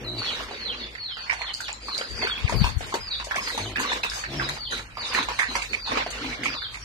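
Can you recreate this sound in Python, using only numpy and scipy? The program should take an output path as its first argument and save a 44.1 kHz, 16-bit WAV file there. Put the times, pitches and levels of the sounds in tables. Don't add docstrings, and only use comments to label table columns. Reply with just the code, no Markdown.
import sys
import numpy as np
from scipy import signal
from scipy.fft import rfft, irfft, next_fast_len
from scipy.io import wavfile
from scipy.ndimage import uniform_filter1d, map_coordinates

SR = 44100
rng = np.random.default_rng(int(sys.argv[2]) if len(sys.argv) > 2 else 0)


def volts_from_db(level):
    exponent = np.asarray(level, float) / 20
    return 10 ** exponent


def waveform_to_disk(signal):
    frames = np.transpose(np.atleast_2d(signal))
    scaled = np.clip(frames, -1, 1) * 32767
    samples = np.round(scaled).astype(np.int16)
    wavfile.write(sys.argv[1], SR, samples)


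N = 301644
TIME = np.arange(N) / SR
LEFT_LAG_S = .00021
WET_GROWS, WET_FROM_DB = 0.45, -19.5

# start_s, length_s, level_db, spray_relative_db, slosh_relative_db
DRAWS = [(-.05, 0.083, -44.5, -18, 9), (0.157, 0.28, -35.5, -11.5, -1.5), (0.45, 0.42, -41.5, -28, 2),
         (1.172, 0.31, -41, -16, -19), (1.59, 0.17, -49, -19, -26), (1.792, 0.39, -48.5, 0, 6),
         (2.136, 0.55, -38.5, -19, -2), (2.79, 0.1, -39.5, -5.5, 1), (2.973, 0.36, -46, -10, -24),
         (3.339, 0.36, -40, -5.5, 0), (3.753, 0.22, -33.5, -10.5, 0), (4.104, 0.093, -39, 2, -33),
         (4.276, 0.3, -38, -13.5, -3.5), (4.687, 0.096, -35, -7.5, 0.5), (4.981, 0.21, -35, -12.5, -7),
         (5.122, 0.1, -34, -24, 2), (5.254, 0.39, -38.5, -8.5, -28), (5.67, 0.089, -46.5, -2.5, 8.5),
         (5.834, 0.18, -31.5, -15.5, -23), (6.097, 0.25, -35, -13, -2.5), (6.386, 0.15, -35.5, -37, -16),
         (6.686, 0.11, -50, -2, -34)]
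# start_s, peak_db
SPLASHES = [(1.329, -35), (1.5355, -31.5), (1.606, -29), (1.727, -56), (1.946, -53), (2.274, -36.5),
            (2.492, -28.5), (2.65, -30), (3.243, -28), (3.357, -29.5), (3.481, -30), (3.576, -28.5),
            (3.7963, -24.5), (3.926, -32), (4.034, -28.5), (4.0986, -35), (4.489, -28), (4.7744, -35),
            (5.137, -26.5), (5.228, -30.5), (5.389, -26.5), (5.5543, -30.5), (5.6201, -31.5), (6.104, -28),
            (6.4353, -30.5), (6.8004, -47), (.907, -46), (1.2745, -46), (1.689, -46), (1.868, -55),
            (1.978, -35), (2.781, -34.5), (2.865, -35), (2.941, -33), (4.71, -37), (5.285, -34),
            (5.723, -35.5), (6.449, -36)]
# pitch_hz, level_db
MASH_COLOUR = [(240, -71), (480, -12), (972, -7), (1270, -8.5), (2340, -3), (3200, -7), (5500, -14.5),
               (7150, -26.5), (12100, -120)]
# pitch_hz, level_db
SPRAY_COLOUR = [(2650, -16), (4500, -4), (4810, -4), (5470, -12), (6270, -4), (8380, -14.5), (9130, -13),
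                (10100, -17.5), (13200, -23.5), (13500, -80), (14000, -43)]
# pitch_hz, level_db
SLOSH_COLOUR = [(120, -32.5), (220, -1.5), (300, -7.5), (500, -2), (800, -36), (1500, -41.5)]
# start_s, second_partial_hz, its_level_db, nose_level_db
GRUNTS = [
    [(0.0, 111.3, -57, -40), (0.07, 118, -52.5, -27.5), (0.235, 117.4, -51, -26)],
    [(3.57, 105.1, -59, -27), (3.632, 105.7, -50, -27), (3.77, 99.3, -60, -30)],
    [(4.26, 113.8, -48, -29.5), (4.354, 138.1, -48, -22), (4.56, 142.2, -55, -37)],
]
# pitch_hz, width_hz, level_db
NOSE = [(258, 160, 8), (356, 42, 15), (630, 79, 5.2)]
# start_s, level_db
DRONE_LEVEL = [(0.0, -40), (1.98, -47), (2.48, -43), (4.53, -39.5), (6.63, -40.5), (6.84, -39)]
# pitch_hz, level_db
DRONE_COLOUR = [(20, -21), (42, -2.0), (54, 14.5), (68, -7.5), (110, 0.5), (300, -38.5)]
# pitch_hz, level_db
YARD_COLOUR = [(15, -10), (25, 10), (65, 2), (348, 3), (901, -69), (3320, -28), (4060, -34), (9280, -21),
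               (10000, -15), (13000, -81), (22000, -120)]
# start_s, length_s, start_hz, end_hz, level_db
LONG_PEEPS = [(0.134, 0.182, 4820, 2864, -37), (0.544, 0.19, 4680, 2850, -37.5),
              (0.942, 0.2, 4765, 2916, -36.5), (1.335, 0.18, 4640, 2857, -38.5),
              (1.557, 0.12, 5060, 2810, -42), (2.476, 0.18, 5180, 3254, -40.5),
              (2.972, 0.19, 5183, 3330, -36.5), (3.373, 0.13, 5338, 3730, -36.5),
              (3.553, 0.13, 4720, 2900, -40.5), (4.11, 0.26, 4950, 2986, -48),
              (4.548, 0.135, 5000, 2950, -38.5), (4.929, 0.13, 5040, 3527, -38.5),
              (5.752, 0.14, 5007, 3414, -40.5), (6.411, 0.18, 5410, 3530, -41.5),
              (6.547, 0.12, 4990, 3016, -39)]
# start_s, length_s, start_hz, end_hz, level_db
SHORT_PEEPS = [(0.011, 0.088, 4440, 3770, -41), (0.245, 0.11, 4620, 3700, -42),
               (0.757, 0.076, 4840, 4200, -45), (1.085, 0.16, 5230, 4315, -45),
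               (1.793, 0.16, 4960, 4024, -38.5), (2.125, 0.12, 5115, 4377, -37.5),
               (0.777, 0.07, 4060, 3295, -43), (1.984, 0.18, 5080, 4500, -46),
               (2.228, 0.11, 4200, 3180, -38.5), (2.545, 0.11, 4960, 4300, -41.5),
               (3.08, 0.11, 4700, 3570, -44), (3.457, 0.1, 4390, 3650, -45),
               (3.839, 0.069, 4360, 3530, -36), (4.001, 0.089, 4330, 3350, -40.5),
               (4.284, 0.16, 5820, 4880, -44), (4.643, 0.12, 4250, 3890, -45),
               (5.033, 0.086, 5370, 4720, -42.5), (5.105, 0.1, 4490, 3806, -38.5),
               (5.3, 0.097, 4740, 3810, -45), (5.446, 0.064, 4440, 3950, -42),
               (5.65, 0.084, 4690, 4200, -45.5), (5.978, 0.11, 4930, 4354, -45.5),
               (6.145, 0.14, 4630, 3960, -49), (6.474, 0.19, 4900, 4220, -53),
               (6.779, 0.095, 5750, 5480, -43), (0.059, .13, 4370, 3916, -46),
               (0.449, .12, 4710, 4515, -53.5), (4.374, 0.086, 4590, 3750, -41.5),
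               (4.678, 0.049, 4070, 3760, -41), (6.601, 0.086, 4340, 3700, -48)]
# delay_s, level_db, left_minus_right_db
WALLS = [(.013, -11, 6), (.029, -13, -6), (.047, -14, 5), (.07, -16, -5)]
# pitch_hz, level_db
SCATTERS = [(3000, -5), (3800, 0)]
# start_s, direct_sound_db
BROOD_NEARNESS = [(.8, 0), (1.1, -4), (2, -4), (2.2, -1), (2.5, -4.5), (6.84, -3.5)]
# pitch_hz, decay_s
PEN_ECHO = [(200, 0.067), (2000, 0.3), (3100, 0.2), (4500, 0.5), (10000, 0.05)]
# start_s, peak_db, mouth_pitch_hz
LIP_SMACKS = [(0.406, -22.5, 670), (1.169, -24, 1440), (1.604, -24, 1470), (1.884, -20.5, 1150),
              (2.271, -18.5, 1510), (2.495, -18, 970), (2.523, -17.5, 635), (2.643, -16, 946),
              (2.807, -21, 695), (2.94, -14.5, 870), (3.199, -20.5, 1080), (3.577, -15, 864),
              (3.832, -19.5, 1430), (3.918, -17.5, 980), (4.035, -17, 950), (4.722, -20.5, 1480),
              (4.971, -20.5, 1130), (5.133, -21, 1120), (5.186, -14.5, 995), (5.286, -16.5, 990),
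              (5.553, -15, 983), (5.917, -15.5, 1090), (5.972, -13.5, 1050), (6.063, -18, 700),
              (0.951, -24, 2020), (1.296, -17, 2180), (1.312, -24, 1640), (1.417, -20, 2020),
               (1.681, -18.5, 2590), (1.957, -25.5, 1580), (2.011, -21, 1530), (2.221, -16.5, 2010),
               (2.477, -23.5, 2170), (2.923, -32, 1860), (3.311, -17.5, 1660), (3.344, -19.5, 1640),
               (3.363, -16, 2210), (3.474, -18.5, 1910), (3.759, -15.5, 1675), (4.117, -21.5, 1550),
               (4.238, -19.5, 1730), (4.397, -16, 1570), (4.489, -20.5, 1820), (5.147, -17, 2300),
               (5.396, -14, 1780), (5.62, -20, 2330), (5.733, -17, 2370), (6.434, -17.5, 2110),
               (6.457, -16.5, 2370)]
# start_s, peak_db, mouth_pitch_hz
SNAPS = [(.51, -25.5, 447), (.51, -23, 835), (3.27, -22, 610), (3.41, -36, 1090), (5.391, -13, 2100),
         (5.553, -17, 2050), (5.732, -33, 1970), (4.42, -19, 1140), (1.988, -23, 2180),
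         (2.106, -25.5, 1730), (2.216, -21, 2570), (2.378, -20, 2520), (2.484, -22.5, 1640),
         (2.64, -15.5, 2560), (2.94, -14.5, 390), (3.155, -35, 1270), (3.758, -18, 2420), (3.8, -17.5, 980),
         (3.85, -19, 1103), (3.918, -19.5, 1710), (4.035, -21, 1530), (4.035, -14.5, 2520),
         (4.063, -24.5, 1130), (4.24, -23, 2450), (4.954, -29, 2280), (5.197, -23, 1080),
         (5.207, -22.5, 1480), (6.62, -23, 1480), (6.744, -21.5, 2070), (1.169, -23.5, 2220),
         (1.329, -22, 870), (1.411, -22, 965), (1.689, -24, 870), (1.884, -40, 1640), (1.986, -24, 577),
         (2.01, -21.5, 496), (2.228, -19.5, 930), (2.245, -20, 408), (2.666, -18, 1080), (2.924, -20, 1090),
         (3.21, -25.5, 960), (3.31, -19.5, 1040), (3.358, -19.5, 650), (3.382, -18, 1080),
         (3.474, -21.5, 1500), (3.545, -22.5, 450), (4.174, -25, 1090), (4.49, -24, 960),
         (4.575, -29, 1340), (4.795, -26.5, 1350), (5.148, -15, 1760), (5.3, -23, 990), (5.389, -17, 1110),
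         (5.4, -28, 1000), (5.407, -21, 1750), (5.421, -16.5, 1790), (5.433, -19, 1840), (5.875, -22, 980),
         (5.92, -17.5, 470), (5.975, -27, 2200), (6.0, -29, 1080), (6.33, -22.5, 2230), (6.55, -23, 1170)]
SMACKS = LIP_SMACKS
# start_s, left_minus_right_db
SNOUT_PLACES = [(.4, -3), (1.35, -5), (1.95, 0), (2.3, 0), (2.6, 4), (3.3, 1), (3.8, 0), (4.3, 0),
                (4.75, -3), (5.3, -2.5), (5.7, -4), (6.5, -2)]
# start_s, peak_db, pitch_hz, left_minus_right_db
TICKS = [(0.406, -21.5, 1170, -2), (1.331, -28, 1460, -2), (1.691, -26, 1120, -1), (1.953, -21, 4180, -4),
         (2.012, -27, 3100, -3), (1.54, -25.5, 4430, -24), (1.548, -20.5, 4800, 3), (1.729, -21.5, 7140, 1),
         (1.948, -21, 4020, -14), (1.9793, -18.5, 4700, -15), (1.985, -23, 4400, 0),
         (1.605, -21.5, 1490, -8), (1.418, -22, 2150, -7), (2.271, -24, 1470, 0), (4.398, -21, 1530, 0),
         (5.186, -13, 990, -2), (5.286, -29, 960, -2), (3.3598, -31, 5960, 18), (3.7948, -40, 6630, 18),
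         (4.0325, -20.5, 3960, -5), (4.099, -21.5, 5050, 6), (4.495, -23, 3960, 19),
         (5.228, -23, 3500, -10), (5.556, -24.5, 5800, -6)]
# start_s, length_s, level_db
PUFFS = [
    (2.068, 0.15, -34.5),
    (2.306, 0.07, -45),
    (2.388, 0.019, -25),
    (2.494, 0.14, -19.5),
    (2.724, 0.027, -27),
    (2.783, 0.24, -42),
]
# start_s, peak_db, swing_hz
THUMPS = [
    (2.45, -8.5, 88),
    (2.555, -14, 114),
    (2.618, -3.5, 129),
    (2.773, -11, 72),
]
# pitch_hz, level_db
RUMBLE_COLOUR = [(15, -36), (50, -5.0), (95, -10.5), (160, -20.5), (400, -38), (2000, -57.5)]
# start_s, length_s, pulse_rate_hz, level_db
SNORTS = [
    (3.76, 0.099, 62, -38),
    (5.189, 0.066, 52.16, -41),
    (5.484, 0.087, 56, -41.5),
    (5.893, 0.17, 54.03, -37),
    (6.194, 0.18, 60.1, -38.5),
    (6.389, 0.21, 59.16, -40.5),
]
# pitch_hz, width_hz, level_db
SNOUT = [(260, 43, 8), (519, 11.4, 0), (133.2, 4.1, 7.5)]
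# pitch_hz, level_db
AUDIBLE = [(1000, -82), (3000, -55.5), (6000, -54), (9400, -117), (9900, -17), (12600, -98), (12850, -44)]
# pitch_hz, left_minus_right_db
PORTS = [(100, 2.5), (600, 2.5), (1200, -2), (2300, -5.5), (4100, 0.5), (7500, 6), (13000, 11)]
# pitch_hz, level_db
GRILLE = [(9600, 0), (10000, -3), (12500, -4), (12900, 6), (13300, 6)]


def unit(x):
    return x / np.sqrt(np.mean(x ** 2) + 1e-20)


def along(points, hz):
    f, v = np.transpose(points)
    return np.interp(np.log(hz + 1), np.log(f + 1), v)


def curves(rows):
    s, *cols = np.transpose(rows)
    return [np.interp(TIME, s, c) for c in cols]


def wobble(rate):
    return map_coordinates(rng.standard_normal(int(N * rate / SR) + 4), [TIME * rate])


def filtered(x, response):
    m = next_fast_len(N + SR // 2)
    return irfft(rfft(x, m) * response(np.fft.rfftfreq(m, 1 / SR)), m)[..., :N]


def cavities(modes):
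    def response(f):
        total = 0
        for k, (centre, width, db) in enumerate(modes):
            ring = 1j * f * width / (centre * centre - f * f + 1j * f * width)
            total = total + (-1) ** k * volts_from_db(db) * ring
        return total
    return response


def hiss(spectrum, alike, lag_s=0):
    own, shared = rng.standard_normal((2, N)), rng.standard_normal(N)
    share = np.clip(alike, 0, 1)
    shared = np.array([np.roll(shared, int(lag_s * SR)), shared])
    noise = np.sqrt(share) * shared + np.sqrt(1 - share) * own
    return unit(filtered(noise, lambda hz: volts_from_db(along(spectrum, hz))))


def bubbles(s, hz, t60, gain, pan_db, lag, rise, size=1024):
    t = np.arange(size) / SR
    swell = 1 - np.exp(-t * hz[:, None] * 0.8)
    fade = volts_from_db(-60 * t / t60[:, None]) * swell
    climb = 1 + rise * t / t60[:, None]
    tone = gain[:, None] * fade * np.sin(2 * np.pi * hz[:, None] * t * climb)

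    def port(side):
        first = np.clip((s + side * lag / 2) * SR, 0, N).astype(int)
        at = first[:, None] + np.arange(size)
        heard = tone * volts_from_db(side * pan_db / 2)[:, None]
        return np.bincount(at.ravel(), heard.ravel(), N + size + 1)[:N]
    return np.array([port(1), port(-1)])


def held(s, length, rise_s, fall_s):
    t = TIME - np.array(s)[:, None]
    ending = 1 + (np.array(length)[:, None] - t) / fall_s
    return np.clip(np.minimum(t / rise_s, ending), 0, 1) ** 2


def bursts(s, db, fade_db_s):
    kicks = np.bincount((s * SR).astype(int), volts_from_db(db), N)
    return signal.lfilter([1], [1, -volts_from_db(-abs(fade_db_s) / SR)], uniform_filter1d(kicks, size=64))


def flows():
    s, length, db, spray_db, slosh_db = np.transpose(DRAWS)
    draws = volts_from_db([db, db + spray_db, db + slosh_db]) @ held(s, length, rise_s=0.04, fall_s=0.11)
    s, db, hz = np.transpose(SMACKS)
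    gush_db = db + WET_GROWS * (db - WET_FROM_DB) / 2 - 16
    gush = bursts(s, gush_db, fade_db_s=299)
    gulp = bursts(s, gush_db - 2 - 14 * np.log2(hz / 1000), fade_db_s=299)
    s, db = np.transpose(SPLASHES)
    splash = bursts(s, db - 5, fade_db_s=253)
    lull = volts_from_db(-48 + np.array([[0], [-20], [-5]]))
    return np.sqrt(draws ** 2 + lull ** 2 + np.array([gush, splash, gulp]) ** 2)


def patches(x, patchy_db):
    z = signal.stft(x, nperseg=512)[2]
    field = uniform_filter1d(rng.standard_normal(z.shape[1:]), 5, 0)
    field = uniform_filter1d(field, 6, 1)
    return signal.istft(z * volts_from_db(patchy_db * unit(field)), nperseg=512)[1][:, :N]


def sucking(count=3000):
    mash_flow, spray_flow, slosh_flow = flows()
    u, g = rng.random((count, 2)), rng.standard_normal((count, 3))
    s = u[:, 0] * N / SR
    hz = np.clip(1500 * np.exp(0.415 * g[:, 0]), 450, 6000)
    size = volts_from_db(np.minimum(-5 * np.log(1 - u[:, 1]), 9))
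    shift = np.interp(u[:, 0] * N, np.arange(N), wobble(3))
    lag = LEFT_LAG_S + 0.00024 * shift + .00005 * g[:, 2]
    crackle = unit(bubbles(s, hz, 26 / hz, size, 3 * g[:, 1], lag, rise=0.1, size=640))
    clumps = .9 * np.tanh(wobble(35) / 1.5)
    turbulence = hiss(MASH_COLOUR, alike=0.21, lag_s=LEFT_LAG_S)
    body = mash_flow * volts_from_db(3.0 * clumps) * (volts_from_db(-5.5) * crackle + volts_from_db(0.5) * turbulence)
    spray = spray_flow * volts_from_db(0.31 * clumps + 2.5 * wobble(27)) * hiss(SPRAY_COLOUR, alike=0.058)
    slosh = slosh_flow * volts_from_db(-8.0 + 0.21 * wobble(33)) * hiss(SLOSH_COLOUR, alike=0.92)
    return volts_from_db(-1.0) * patches(body + spray + slosh, patchy_db=2.6)


def pulses(rate_hz, jitter):
    turns = np.cumsum(rate_hz * (1 + jitter * wobble(40))) / SR
    closures = np.diff(np.floor(turns), prepend=0)
    return unit(closures * volts_from_db(0.37 * rng.standard_normal(N))), turns


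def grunts():
    out = np.zeros(N)
    for rows in GRUNTS:
        hz, db, nose_db = curves(rows)
        gate = np.clip(np.minimum(TIME - rows[0][0] + 0.00092, rows[-1][0] - TIME) / 0.039, 0, 1)
        train, turns = pulses(hz / 2, jitter=.06)
        clean = np.sin(4 * np.pi * turns) + volts_from_db(-9.5) * np.sin(2 * np.pi * turns)
        nose = unit(filtered(train + 0.59 * rng.standard_normal(N), cavities(NOSE)))
        hum = volts_from_db(db + 16.0 + 2.1 * wobble(30)) * clean
        out += gate * (hum + volts_from_db(nose_db - 12.5) * nose)
    return out


def yard():
    drone = hiss(DRONE_COLOUR, alike=0.88)
    swell_db = 2.5 * wobble(1.8)
    bustle = volts_from_db(-57.5 + swell_db) * hiss(YARD_COLOUR, alike=0.78)
    return volts_from_db(curves(DRONE_LEVEL)[0] - 6.0) * drone + bustle


def flock(knee, count=26):
    peeps = []
    for a, b, c in rng.random((count, 3)):
        peeps.append((a * N / SR, .1 + 0.048 * b, 4500 + 800 * c, 3700 + 650 * c, -54, knee))
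    return peeps


def chicks():
    out = np.zeros(N + SR)
    waver_hz = 60 * np.pad(wobble(120), (0, SR))
    long_knee, short_knee, sag = .66, .47, .36
    peeps = [(*p, long_knee) for p in LONG_PEEPS] + [(*p, short_knee) for p in SHORT_PEEPS]
    for s, length, top_hz, end_hz, db, knee in peeps + flock(short_knee):
        u = np.arange(int(length * SR)) / (length * SR)
        span = slice(int(s * SR), int(s * SR) + len(u))
        fall = np.interp(u, [0, knee, (1 + 3 * knee) / 4, 1], [0, sag, .68, 1])
        fall = uniform_filter1d(fall, 300, mode="nearest")
        hz = top_hz + (end_hz - top_hz) * fall + waver_hz[span]
        swell = (.2 + u) * np.clip(np.minimum(u / .3, (1 - u) / .04), 0, 1)
        out[span] += volts_from_db(db + 6.5) * swell * np.sin(2 * np.pi * np.cumsum(hz) / SR)
    return out[:N] * volts_from_db(3 * wobble(90))


def pen(x):
    hz, t, z = signal.stft(rng.standard_normal((2, SR // 2)), SR, nperseg=256)
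    tail = signal.istft(z * volts_from_db(-60 * t / along(PEN_ECHO, hz)[:, None]), SR, nperseg=256)[1]
    tail = tail / np.linalg.norm(tail[0])
    return signal.fftconvolve(np.pad(x, (200, 0))[None], tail, axes=1)[:, :N]


def distant_brood(peeps):
    scattered = filtered(peeps, lambda hz: volts_from_db(along(SCATTERS, hz)))
    thrown = 0
    for delay_s, db, pan_db in WALLS:
        sides_db = db + np.array([[pan_db], [-pan_db]]) / 2
        thrown = thrown + volts_from_db(sides_db) * np.roll(scattered, int(delay_s * SR))
    spot = (TIME / .4).astype(int) % 6
    ringing = volts_from_db(-3) * sum(pen(scattered * (spot == k)) for k in range(6))
    direct = volts_from_db(curves(BROOD_NEARNESS)[0]) * np.array([peeps, np.roll(peeps, 2)])
    return direct + thrown + ringing


def smacks(count=10):
    rows = SMACKS + SNAPS
    s, db, hz = (np.repeat(c, count) for c in np.transpose(rows))
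    pan_db = np.interp(s, *np.transpose(SNOUT_PLACES))
    g = rng.standard_normal((len(rows), count, 3))
    lag = np.repeat(LEFT_LAG_S + 0.00018 * g[:, 0, 2], count)
    follower = np.tile(np.arange(count) > 0, len(rows))
    g = g.reshape(-1, 3) * follower[:, None]
    spread = np.tile(np.linspace(.6, .1, count), len(rows))
    late = (.013 - 0.0073 * spread) * abs(g[:, 0])
    pitch = np.clip(hz * np.exp(spread * (g[:, 1] + .5 * follower)), 400, 5500)
    bareness = np.clip(1 + (db + 18) / 14, .5, 1)
    life = (.6 - .1 * follower) / np.sqrt(pitch) * bareness
    strength = volts_from_db(db + 4 - 10 * follower - 300 * late)
    pops = bubbles(s + late, pitch, life, strength, pan_db, lag, rise=0.056, size=768)
    spit_hz, spit_gain = 7000 * np.exp(0.42 * g[:, 2]), volts_from_db(db - 29 - 38 * late)
    spit = bubbles(s + late, spit_hz, 0.02 + 0 * s, spit_gain, pan_db, lag, rise=0.098, size=256)
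    return pops + spit


def lingering(count=14):
    s, db, hz = (np.repeat(c, count) for c in np.transpose(SMACKS + SNAPS))
    late, g = .05 * rng.random(len(s)), rng.standard_normal((2, len(s)))
    pitch = hz * np.exp(0.051 * g[0])
    drain_db = 19.5 * np.log2(np.minimum(hz / 1300, 1))
    wet_db = db + WET_GROWS * (db - WET_FROM_DB)
    strength = volts_from_db(wet_db - 244 * late + 5.3 * g[1] + drain_db)
    pan_db = np.interp(s, *np.transpose(SNOUT_PLACES))
    return bubbles(s + late, pitch, 0.43 / np.sqrt(pitch), strength, pan_db, LEFT_LAG_S + 0 * s, rise=0.02)


def ticks():
    s, db, hz, pan_db = np.transpose(TICKS)
    return bubbles(s, hz, np.minimum(45 / hz, .011), volts_from_db(db + 4.5), pan_db, 0 * s, rise=0.013, size=512)


def port_air():
    start, length, level_db = np.transpose(PUFFS)
    flow = volts_from_db(level_db) @ held(start, length, rise_s=0.056, fall_s=0.18)
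    rumble = hiss(RUMBLE_COLOUR, alike=0)[0]
    swings = np.zeros(N)
    for s, db, hz in THUMPS:
        t = TIME - s
        swings += volts_from_db(db) * np.exp(-(t * hz * 2.1) ** 2) * np.cos(2 * np.pi * hz * t)
    return flow * unit(rumble * volts_from_db(2.6 * wobble(23.94))) + swings


def snorts():
    start, _, rate_hz, _ = np.transpose(SNORTS)
    train = pulses(np.interp(TIME, start, rate_hz), jitter=0.081)[0]
    source = train + 1.5 * rng.standard_normal(N)
    effort = np.zeros(N)
    for s, length, _, db in SNORTS:
        progress = np.clip((TIME - s) / length, 0, 1)
        effort += volts_from_db(db + 2.5) * np.sin(np.pi * progress ** 0.51)
    return effort * unit(filtered(source, cavities(SNOUT)))


def scene():
    mouths = smacks() + lingering() + ticks()
    voices = grunts() + snorts()
    walls = volts_from_db(-7) * pen(mouths.mean(axis=0) + .3 * voices)
    air = port_air() * np.array([[1], [.02]])
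    return sucking() + voices + yard() + distant_brood(chicks()) + mouths + walls + air


def thinned(x, mask_db, step_db, whim_db, size=12):
    hz, t, z = signal.stft(x, SR, nperseg=1536)
    power = abs(z) ** 2

    def spread(bands):
        return np.pad(np.repeat(bands, size, axis=1), ((0, 0), (0, 1), (0, 0)))
    band = spread(power[:, :768].reshape(2, -1, size, len(t)).mean(axis=2))
    chance = uniform_filter1d(rng.standard_normal((1, 768 // size, len(t))), 3, axis=2)
    whim = spread(volts_from_db(whim_db * unit(chance)))
    thinnable = (hz > 1200)[:, None]
    masker = uniform_filter1d(band * thinnable, 8 * size, axis=1) * volts_from_db(mask_db) ** 2
    faintest = volts_from_db(along(AUDIBLE, hz) - 25.0)[:, None] ** 2
    fickle = 2 + 3.1 * (hz > 9700)[:, None]
    limit = (masker + faintest) * whim ** fickle * thinnable
    keep = (band > limit) & (power > limit * volts_from_db(step_db) ** 2) & (hz < 13400)[:, None]
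    return signal.istft(z * keep, SR, nperseg=1536)[1][:, :N]


def roll_off(x):
    return signal.sosfilt(signal.butter(12, 14420, fs=SR, output="sos"), x)


def record(dry):
    def response(hz):
        return volts_from_db(np.outer([.5, -.5], along(PORTS, hz)) + along(GRILLE, hz))
    mix = thinned(filtered(dry, response), mask_db=-16.5, step_db=2.5, whim_db=11.5)
    return roll_off(mix)


dry = scene()
out = record(dry)
waveform_to_disk(out)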